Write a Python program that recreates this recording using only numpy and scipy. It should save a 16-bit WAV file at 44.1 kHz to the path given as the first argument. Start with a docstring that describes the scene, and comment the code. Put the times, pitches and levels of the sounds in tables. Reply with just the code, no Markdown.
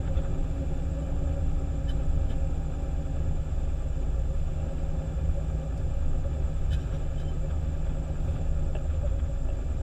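"""Inside the cab of a diesel fire engine rolling slowly along an icy road.
Six cylinders drone and clatter; the tyres rumble through the cab's resonances and boom in ruts.
The drive belt squeals thinly, a timing gear whines, the turbo whistles faintly.
A low hum fades after about three seconds; a higher one swells briefly now and then.
Bumps make the trim squeak, knock and rattle; slush hisses briefly at a wheel arch."""
import sys
import numpy as np
from scipy import signal
from scipy.fft import rfft, irfft, next_fast_len
from scipy.io import wavfile
from scipy.ndimage import uniform_filter1d

SR = 44100
rng = np.random.default_rng(int(sys.argv[2]) if len(sys.argv) > 2 else 0)


def transcribe(u):
    """Save the signal u as a 16-bit wav file named by the first command-line argument.

    u: samples, shape (n,) or (channels, n), limited to [-1, 1]; the rate is SR.
    q: integer samples, one column per channel.
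    """
    v = np.clip(np.atleast_2d(u).T, -1, 1)
    q = np.round(v * 32767).astype(np.int16)
    wavfile.write(sys.argv[1], SR, q)


N = 433041
T = np.arange(N) / SR
HZ = np.maximum(np.arange(N // 2 + 1) * SR / N, 1)
ROAD_RISE_DB = 0.1 * (T - np.mean(T))  # roar and panels slowly grow louder


def undb(db):
    """Decibels to gain."""
    return 10 ** (np.asarray(db) / 20)


def level(x, db):
    """Set the rms level."""
    return x * undb(db) / np.sqrt(np.mean(x ** 2))


def curves(table):
    """Columns of a timed table, one value a sample."""
    times_s, *columns = np.transpose(table)
    return [np.interp(T, times_s, column) for column in columns]


def turns_of(hz):
    """Cycles done so far."""
    return np.cumsum(hz) / SR


def tone(hz):
    """Sine of rms 1 on a moving pitch."""
    return np.sqrt(2) * np.sin(2 * np.pi * turns_of(hz))


def noise():
    """White noise of rms 1."""
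    return rng.standard_normal(N)


def walk(rate_hz):
    """Random wander of spread near 1, with rate_hz new values a second."""
    return 1.2 * np.interp(T * rate_hz, np.arange(N // 20), rng.standard_normal(N // 20))


def swell(at_s, sigma_s):
    """Gaussian envelope of peak 1."""
    return np.exp(-np.minimum(((T - at_s) / sigma_s) ** 2 / 2, 50))


def slope(points):
    """Gain over HZ from (Hz, dB) points."""
    hz, db = np.transpose(points)
    return undb(np.interp(np.log(HZ), np.log(hz), db))


def resonances(modes):
    """Gain over HZ from (centre Hz, width Hz, dB) modes."""
    return np.sqrt(sum(undb(db) ** 2 / (1 + ((HZ - hz) / width_hz * 2) ** 2) ** 2
                       for hz, width_hz, db in modes))


def colour(x, gain):
    """Filter by a gain over HZ."""
    size = next_fast_len(N, True)
    bins_hz = np.arange(size // 2 + 1) * SR / size
    return irfft(rfft(x, size) * np.interp(bins_hz, HZ, gain), size)[:N]


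def cab_gain(at_hz):
    """Resonances of the cab's air and panels, with dips between them."""
    # Each row: centre in Hz, half width in Hz, lift in dB.
    cab_modes = [(22.57, 2.35, 15), (34.6, 3.1, 8.5), (73.9, 6.5, 12), (152, 11.3, 7), (221, 9.8, 1),
                 (265, 32, 6), (374, 20.5, 7), (543.4, 37.5, 13.5), (632, 18, 6.5), (800, 94, 7),
                 (1145, 13, 7), (1310, 130, 3.5), (1620, 125, 7), (2368, 82, 7), (2670, 180, 7.5),
                 (3003, 74, 8), (3420, 160, 6.5), (4950, 47, 4), (48.8, 5, 8), (199, 13, -5.5),
                 (338, 19, -0.5), (1090, 20, -4), (4390, 220, -5)]
    return undb(sum(db * np.exp(-((at_hz - hz) / width_hz) ** 2) for hz, width_hz, db in cab_modes))


def reflect(x, t60_s, wet_db):
    """Dense early echoes from the cab's glass and walls."""
    t = T[:SR // 5]
    tail = rng.standard_normal(len(t)) * undb(-60 * t / t60_s)
    return x + undb(wet_db) * signal.fftconvolve(x, tail / np.linalg.norm(tail))[:N]


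def slush():
    """Fine spray against the wheel arch."""
    # Each row: centre in seconds, sigma in seconds, level in dB.
    splashes = [(4.362, 0.048, -71), (8.295, 0.08, -70)]
    spray = level(colour(noise(), slope([(1000, -20), (3500, 4), (9000, 0), (14000, -10)])), 0)
    return spray * sum(swell(at_s, sigma_s) * undb(db) for at_s, sigma_s, db in splashes)


def panels():
    """The road keeps two thin panels singing at a wavering pitch."""
    # Each row: pitch in Hz, waver in Hz, mean level in dB.
    modes = [(553, 15, -58), (644, 4.08, -62)]
    singing = sum(tone(hz + waver_hz * walk(18)) * undb(db + 2 * walk(12)) for hz, waver_hz, db in modes)
    return singing * undb(ROAD_RISE_DB)


def hum_swells():
    """Brief swells of the cab's hum near 550 Hz."""
    # Each row: centre in seconds, level in dB.
    peaks = [(.1, -44), (.187, -41), (.27, -43), (.629, -44), (.977, -40), (1.243, -42.5), (1.378, -39),
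             (5.383, -38), (6.264, -39), (7.065, -42), (9.048, -36.5), (9.306, -43)]
    return tone(552 + 12 * walk(60)) * sum(swell(at_s, sigma_s=0.013) * undb(db) for at_s, db in peaks)


def tick():
    """A light, bright tick of plastic."""
    # Each row: start in seconds, level in dB.
    contacts = [(5.775, -57)]
    decay_s = 0.0094
    crack = level(colour(noise(), slope([(2500, -25), (4800, 5), (9000, -2), (14000, -17)])), 0)
    return crack * sum(undb(db) * (T > at_s) * np.exp(-np.abs(T - at_s) / decay_s)
                       for at_s, db in contacts)


def rattles():
    """Broken ice jolts the lining into short clusters of tiny contacts."""
    # Each row: centre in seconds, sigma in seconds, level in dB, treble-to-bass tilt in dB.
    jolts = [(0.077, 0.011, -50.5, 0), (0.178, 0.016, -50.5, 2), (0.249, 0.014, -54, -6),
             (2.313, .012, -53, 10), (6.854, 0.031, -60, 0), (6.937, 0.014, -51, 0), (7.04, .025, -69, -5),
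             (7.512, 0.0053, -47.5, 1), (7.87, .007, -49.5, 1), (7.903, 0.0074, -51.5, 0),
             (8.285, .01, -52.5, 7), (8.353, 0.032, -55, 5), (8.908, 0.0049, -52, 3),
             (8.946, 0.0087, -56, 9), (9.08, 0.02, -55, 2), (9.199, 0.0057, -49, 1),
             (9.269, 0.0046, -55, 2)]
    # Each row: centre in Hz, width in Hz, gain in dB.
    lining_modes = [(800, 320, -2), (1340, 500, 1.5), (1710, 350, -8), (2500, 830, -4.5), (3350, 480, -3.5)]
    contacts = noise() * undb(3 * walk(500))
    ring = resonances(lining_modes)
    low, high = (level(colour(contacts, ring * side), 0) for side in (HZ < 2100, HZ >= 2100))
    return sum(swell(at_s, sigma_s) * undb(db) * (low * undb(-tilt_db / 2) + high * undb(tilt_db / 2 - 8))
               for at_s, sigma_s, db, tilt_db in jolts)


def struck(blows, modes):
    """A loose part strikes and bounces once; hard contacts and the bounce favour higher modes."""
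    bounce_s, attack_s = 0.013, 0.002
    t, out = T[:SR // 6], np.zeros(N + SR)
    for at_s, blow_db, hardness_db_per_oct, bounce_db in blows:
        strike = (0, blow_db - 2, hardness_db_per_oct)
        bounce = (bounce_s, blow_db + bounce_db, hardness_db_per_oct + 4)
        for delay_s, peak_db, tilt_db_per_oct in (strike, bounce):
            ring = 0
            for hz, t60_s, db in modes:
                mode_db = db + tilt_db_per_oct * np.log2(hz / 1000) + rng.standard_normal()
                ring = ring + undb(mode_db - 60 * t / t60_s) * np.sin(2 * np.pi * hz * t)
            ring = ring * (1 - np.exp(-t / attack_s))
            start = int((at_s + delay_s) * SR)
            out[start:start + len(t)] += undb(peak_db) * ring / np.abs(ring).max()
    return out[:N]


def clinks():
    """A metal latch strikes and rings."""
    # Each row: start in seconds, level in dB, hardness in dB per octave, bounce in relative dB.
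    blows = [(6.716, -43, 1, -3), (6.733, -38, 1, -3), (7.194, -48, 2, -5)]
    # Each row: pitch in Hz, t60 in seconds, gain in dB.
    latch_modes = [(1690, .08, -7), (2525, .09, -7), (3020, .04, 0), (3435, .05, -1), (3779, .04, -6),
                   (4974, .06, -14)]
    return struck(blows, latch_modes)


def knocks():
    """Loose fittings knock with a short, low ring."""
    # Each row: start in seconds, level in dB, hardness in dB per octave, bounce in relative dB.
    blows = [(3.165, -35, -4, -12), (3.824, -35, -8, -8), (3.857, -36, -4, -14), (8.751, -24.5, -1, -12),
             (8.851, -36, -8, -14), (9.487, -32, -1.5, -9), (9.59, -35.5, -8, -14)]
    # Each row: pitch in Hz, t60 in seconds, gain in dB.
    fitting_modes = [(434, .05, -3), (615, .028, 6), (780, .03, -4), (1380, .02, -12), (1690, .025, -9),
                     (2430, .02, -15), (2690, .022, -4), (2900, .02, -8), (3320, .015, -11)]
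    return struck(blows, fitting_modes)


def squeaks():
    """Trim slips against trim: a wavering tone inside a gritty scrape."""
    # Each row: time in seconds, time stretch, pitch in Hz, tone in dB, scrape in dB.
    slips = [(.178, .6, 3480, -54, -68), (1.897, 1.0, 3053, -43, -54.5), (2.305, 1.2, 3054, -55, -62),
             (6.711, .7, 2990, -55, -64), (6.724, 1.3, 1748, -50, -66), (6.735, .9, 3050, -46, -50.5),
             (6.778, 1.7, 1570, -54, -67), (6.82, 2.5, 5600, -68, -71), (6.85, 3.5, 2480, -64, -74),
             (6.95, 2.4, 5710, -66.5, -65), (7.184, .7, 3100, -55, -65), (7.206, 1.0, 3090, -58, -59),
             (7.252, 1.6, 3105, -62, -82), (7.292, 2.1, 3070, -53.5, -79)]
    # One slip: low catch, squeak, thin upper ring, high release.
    # Each row: delay in seconds, sigma in seconds, pitch ratio, tone and scrape in relative dB.
    stages = [(-.013, .007, .573, -12, -7), (0, .007, 1, 0, -2), (-.002, .004, 1.69, -17, -12),
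              (.014, .01, 1.294, -18.5, -1)]
    # Each row: centre in Hz, width in Hz, gain in dB.
    trim_modes = [(1660, 250, 21), (2570, 150, 5.5), (3050, 230, 20), (3520, 300, 12), (3870, 280, 13),
                  (4950, 440, 6.5), (6300, 6000, 0), (9650, 6200, -7)]
    grit = undb(2.5 * walk(700))
    scrape = level(colour(noise() * grit, resonances(trim_modes)), 0)
    wavering_s = turns_of(1 + 0.007 * walk(250))
    out = np.zeros(N)
    for at_s, stretch, hz, tone_db, scrape_db in slips:
        for delay_s, sigma_s, ratio, stage_tone_db, stage_scrape_db in stages:
            envelope = swell(at_s + stretch * delay_s, stretch * sigma_s)
            on = envelope > 1e-4
            squeal = np.sqrt(2) * np.sin(2 * np.pi * hz * ratio * wavering_s[on])
            rub = undb(tone_db + stage_tone_db) * squeal + undb(scrape_db + stage_scrape_db) * scrape[on]
            out[on] += envelope[on] * rub
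    return out


def turbo():
    """A thin blade whistle grows with turbo speed and flares now and then."""
    # Each row: time in seconds, blade tone in Hz.
    blade_track = [(0, 9300), (1.1, 9600), (2.0, 9200), (2.6, 9050), (3.25, 8990), (3.95, 8200),
                   (4.4, 8110), (4.95, 8590), (5.45, 8800), (5.85, 8650), (6.4, 8280), (7.2, 7950),
                   (8.25, 8350), (9.82, 7600)]
    # Each row: centre in seconds, sigma in seconds, lift in dB.
    flares = [(.7, .12, 5), (2.065, .03, 14), (2.4, .04, 9), (5.45, .3, 7)]
    blade_hz, = curves(blade_track)
    flare_db = sum(db * swell(at_s, sigma_s) for at_s, sigma_s, db in flares)
    whistle_db = -88 + 0.002 * (blade_hz - np.mean(blade_hz)) + flare_db
    return tone(blade_hz + 22 * walk(120)) * undb(whistle_db + 3 * walk(14))


def belt(crank_hz):
    """A thin, rough squeal swings in pitch twice a lap of the belt and rings the pulleys."""
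    # Each row: share of the lap, pitch in Hz, relative level in dB.
    lap_track = [(0, 7720, 3), (.15, 7540, -1), (.27, 7200, 0), (.4, 6830, 3), (.52, 7400, -4),
                 (.63, 7620, -6), (.8, 7020, 1), (.9, 7560, -1), (1, 7720, 3)]
    # Each row: centre in Hz, width in Hz, gain in dB.
    pulley_modes = [(6810, 70, -8), (6945, 60, -2), (7030, 45, -5), (7185, 60, 1), (7267, 60, 2),
                    (7345, 45, 1), (7467, 50, -1), (7666, 80, 0), (7745, 50, -3), (7350, 1100, -8)]
    lap = (turns_of(0.6 * crank_hz) + 0.3 + 0.025 * walk(20)) % 1
    share, hz, db = np.transpose(lap_track)
    squeal_hz = np.interp(lap, share, hz) + 240 * walk(1200)
    squeal = tone(squeal_hz) * undb(np.interp(lap, share, db) + walk(200))
    ring = resonances(pulley_modes)
    chirps = level(colour(squeal, ring), 0)
    friction = level(colour(noise(), ring), -3)
    return level(chirps + friction, -64.5)


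def timing_gear(crank_hz):
    """Meshing teeth ring the housing, which lifts the whine and pulls it towards its own pitch."""
    teeth, housing_hz, width_hz, fall_db_per_s = 41, 786, 20, 0.45
    mesh_hz = teeth * crank_hz
    response = 1 / np.hypot(1, 2 * (mesh_hz - housing_hz) / width_hz)
    whine_hz = mesh_hz + np.sqrt(response) * (housing_hz - mesh_hz) + 2.5 * walk(30)
    return tone(whine_hz) * response * undb(-57 - fall_db_per_s * T + 1.5 * walk(13))


def low_hum():
    """A hum near 275 Hz, strong for about three seconds, then faint."""
    # Each row: time in seconds, pitch in Hz, level in dB.
    hum_track = [(0, 276.4, -49), (1.1, 278.4, -46), (2, 276.6, -47), (3.2, 274.7, -49.5),
                 (3.55, 273.8, -59.5), (9.82, 259.7, -65)]
    hum_hz, hum_db = curves(hum_track)
    return tone(hum_hz) * undb(hum_db + 0.3 * walk(25))


def damp(x, window_s):
    """Dampers even out the slow swelling of a resonant motion."""
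    power = uniform_filter1d(x ** 2, int(window_s * SR))
    return x * np.sqrt(np.mean(power) / (power + 0.02 * np.mean(power)))


def surface(crank_hz):
    """Road band gains in dB: a rut booms at once, the cab rocks on its mounts a little later."""
    # Each row: time in seconds, boom lift in dB, rocking lift in dB, roar and crunch lift in dB.
    ruts = [(.17, 8, 6.5, 1), (.68, 3, -3, 1.5), (1.32, 6, 3, 0), (1.92, 1.5, 8, -0.5), (2.18, 8.5, 3, 0.5),
            (3.25, 4, 7, -0.5), (4.1, 0, 6, -1), (5.25, 6, -2, 0), (5.87, 6, 6.5, -0.5),
            (6.28, 8.5, 5.5, -0.5), (6.75, 10, 2, 0.5), (7.15, 0, 1, 0), (7.62, 2.5, 1, 0),
            (8.3, 6.5, 7.5, -0.5), (8.95, 8, -1.5, -0.5), (9.221, 5.5, 1, -2), (9.76, 6, -17, -1.5)]
    rock_lag_s = 0.22
    speed_db = -0.1 * (crank_hz - np.mean(crank_hz))  # slightly quieter at high revs
    rut_db = sum(db * swell(at_s, 0.2) for at_s, _, _, db in ruts)
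    bounce_db = sum(db * swell(at_s + rock_lag_s, 0.085) for at_s, _, db, _ in ruts)
    boom_db = -3.5 + sum(db * swell(at_s, 0.094) for at_s, db, _, _ in ruts)
    roar_db = 0.4 + speed_db + rut_db + ROAD_RISE_DB + walk(8)
    crunch_db = -0.78 + speed_db + rut_db
    return bounce_db, boom_db, roar_db, crunch_db


def road(crank_hz):
    """Tyres on rutted ice: the cab bounces, booms and roars; the roar throbs with the firings."""
    # Tyre noise entering the cab. Each row: frequency in Hz, relative density in dB.
    tyre_spectrum = [(12.0, -17.5), (18.0, -0.5), (45.0, -7), (90.0, -2.3), (125.0, -14), (200.0, -20.5),
                     (330.0, -25.5), (700.0, -34), (1050.0, -43), (2000.0, -47), (4200.0, -50),
                     (6500.0, -55), (9000.0, -62), (15000.0, -67.5)]
    bounce_db, boom_db, roar_db, crunch_db = surface(crank_hz)
    tread = noise()
    gain = level(slope(tyre_spectrum) * cab_gain(HZ), -29)
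    lowpasses = [1 / (1 + (HZ / edge_hz) ** 8) for edge_hz in (48, 130, 1000, 4200)]
    below_edges = [colour(tread, gain * lowpass) for lowpass in lowpasses + [1]]
    bounce, boom, roar, crunch, hiss = np.diff([np.zeros(N)] + below_edges, axis=0)
    rocking = tone(22.2 + 0.7 * walk(3))
    bounce = undb(-2) * bounce + undb(-35.5) * rocking
    throb_db = 1.5 * np.cos(2 * np.pi * turns_of(3 * crank_hz))
    lows = damp(bounce, 0.53) * undb(bounce_db) + damp(boom, 0.14) * undb(boom_db)
    highs = crunch * undb(crunch_db + 0.84 * walk(35)) + hiss * undb(0.32 * crunch_db)
    return lows + roar * undb(roar_db + throb_db) + highs


def diesel_knock(crank_hz):
    """Each firing rings the block; unequal cylinders make the clatter lope once every two turns."""
    # Relative knock in dB of the six cylinders, in firing order.
    cylinders_db = [-5.5, -6, -3, 0, -2, -5.5]
    # Each row: centre in Hz, width in Hz, gain in dB.
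    block_modes = [(1178, 30, 4), (1281, 96, 2), (1400, 104, -3), (1622, 48, -5), (1720, 56, -2),
                   (2430, 330, -10.5), (3520, 160, -12.5)]
    decay_s, lag_firings = 0.016, 0.75
    firings = 3 * turns_of(crank_hz) - lag_firings
    cylinder = (np.floor(firings).astype(int) + 1) % len(cylinders_db)
    since_firing_s = (firings % 1) / (3 * crank_hz)
    blows = undb(cylinders_db)[cylinder] * np.exp(-since_firing_s / decay_s)
    return level(colour(noise() * blows, resonances(block_modes)), -60)


def engine(crank_hz):
    """Three firings a turn drone; unequal cylinders add half orders that swell at cab resonances."""
    # Firing tone. Each row: time in seconds, level in dB.
    drone_track = [(0, -33), (.5, -37), (1.45, -32), (2.1, -35), (2.9, -32.5), (3.27, -41.5), (3.85, -31),
                   (4.22, -29.5), (4.5, -42), (5.2, -31), (5.9, -33), (6.2, -40), (6.9, -37.5), (7.3, -39),
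                   (7.7, -35.5), (8.85, -36.5), (9.15, -31.5), (9.82, -34.5)]
    # Each row: multiple of crank speed, level entering the cab in dB.
    strong_orders = [(4, -48.5), (5.5, -54), (6.5, -51), (7, -54), (7.5, -57), (8, -47.3), (8.5, -53.5),
                     (9, -53.5), (12, -63), (15, -68), (18, -64.5), (19.5, -70), (22.5, -69), (25, -72),
                     (33, -75), (37.5, -75)]
    # Dense weak orders. Each row: frequency in Hz, relative level in dB.
    block_spectrum = [(20, -3), (100, -29), (160, 1.5), (200, 3.5), (300, -5.5), (550, -8), (800, -12.5),
                      (1400, -22), (2500, -29.5)]
    turns = turns_of(crank_hz * (1 + 0.001 * walk(14)))
    drone_db, = curves(drone_track)
    drone = tone(3 * crank_hz) * undb(drone_db + 0.64 * walk(7.7))
    # the throttle is open when the engine runs fast or speeds up
    climb_hz_per_s = uniform_filter1d(np.gradient(crank_hz) * SR, SR // 3)
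    throttle_db = crank_hz - np.mean(crank_hz) + 0.093 * climb_hz_per_s
    orders = 0
    for order, db in strong_orders:
        lift = np.interp(T, T[::200], cab_gain(order * crank_hz[::200]))
        gain = lift * undb(db + 0.6 * walk(5))
        orders = orders + gain * np.sin(2 * np.pi * (order * turns + rng.random()))
    # each cylinder shakes the block in its own way, so the pattern repeats every two turns
    pattern = irfft(np.exp(2j * np.pi * rng.random(256)), 4096)
    shake = np.interp(turns / 2 % 1, np.linspace(0, 1, len(pattern)), pattern)
    block = level(colour(shake * (1 + 0.17 * walk(40)), slope(block_spectrum) * cab_gain(HZ)), -48)
    return drone + (np.sqrt(2) * orders + block) * undb(throttle_db)


def scene():
    """Engine, road and trim as heard at the windscreen, in mono."""
    # Each row: time in seconds, crankshaft speed in turns per second.
    crank_track = [(0.0, 19.22), (0.5, 19.55), (1.0, 19.78), (1.7, 19.08), (2.6, 19.2), (3.25, 19.07),
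                   (3.8, 17.47), (4.3, 18.28), (4.8, 19.67), (5.5, 19.37), (6.1, 18.57), (6.6, 18.45),
                   (7.1, 18.48), (7.8, 19.34), (8.25, 19.52), (8.9, 17.93), (9.4, 17.16), (9.82, 16.85)]
    crank_hz, = curves(crank_track)
    motor = engine(crank_hz) + diesel_knock(crank_hz)
    whines = timing_gear(crank_hz) + belt(crank_hz) + low_hum() + turbo()
    trim = reflect(squeaks() + knocks() + clinks() + rattles() + tick(), t60_s=0.08, wet_db=-11)
    return (motor + whines + road(crank_hz) + slush() + trim + panels() + hum_swells())[None]


def record(dry):
    """Short fades at both ends and a steep treble cut."""
    fade_s, top_hz = 0.004, 15100
    fade = np.minimum(np.minimum(T, T[-1] - T) / fade_s, 1)
    return signal.sosfilt(signal.ellip(10, 0.2, 80, top_hz, fs=SR, output="sos"), dry * fade)


dry = scene()
out = record(dry)
transcribe(out)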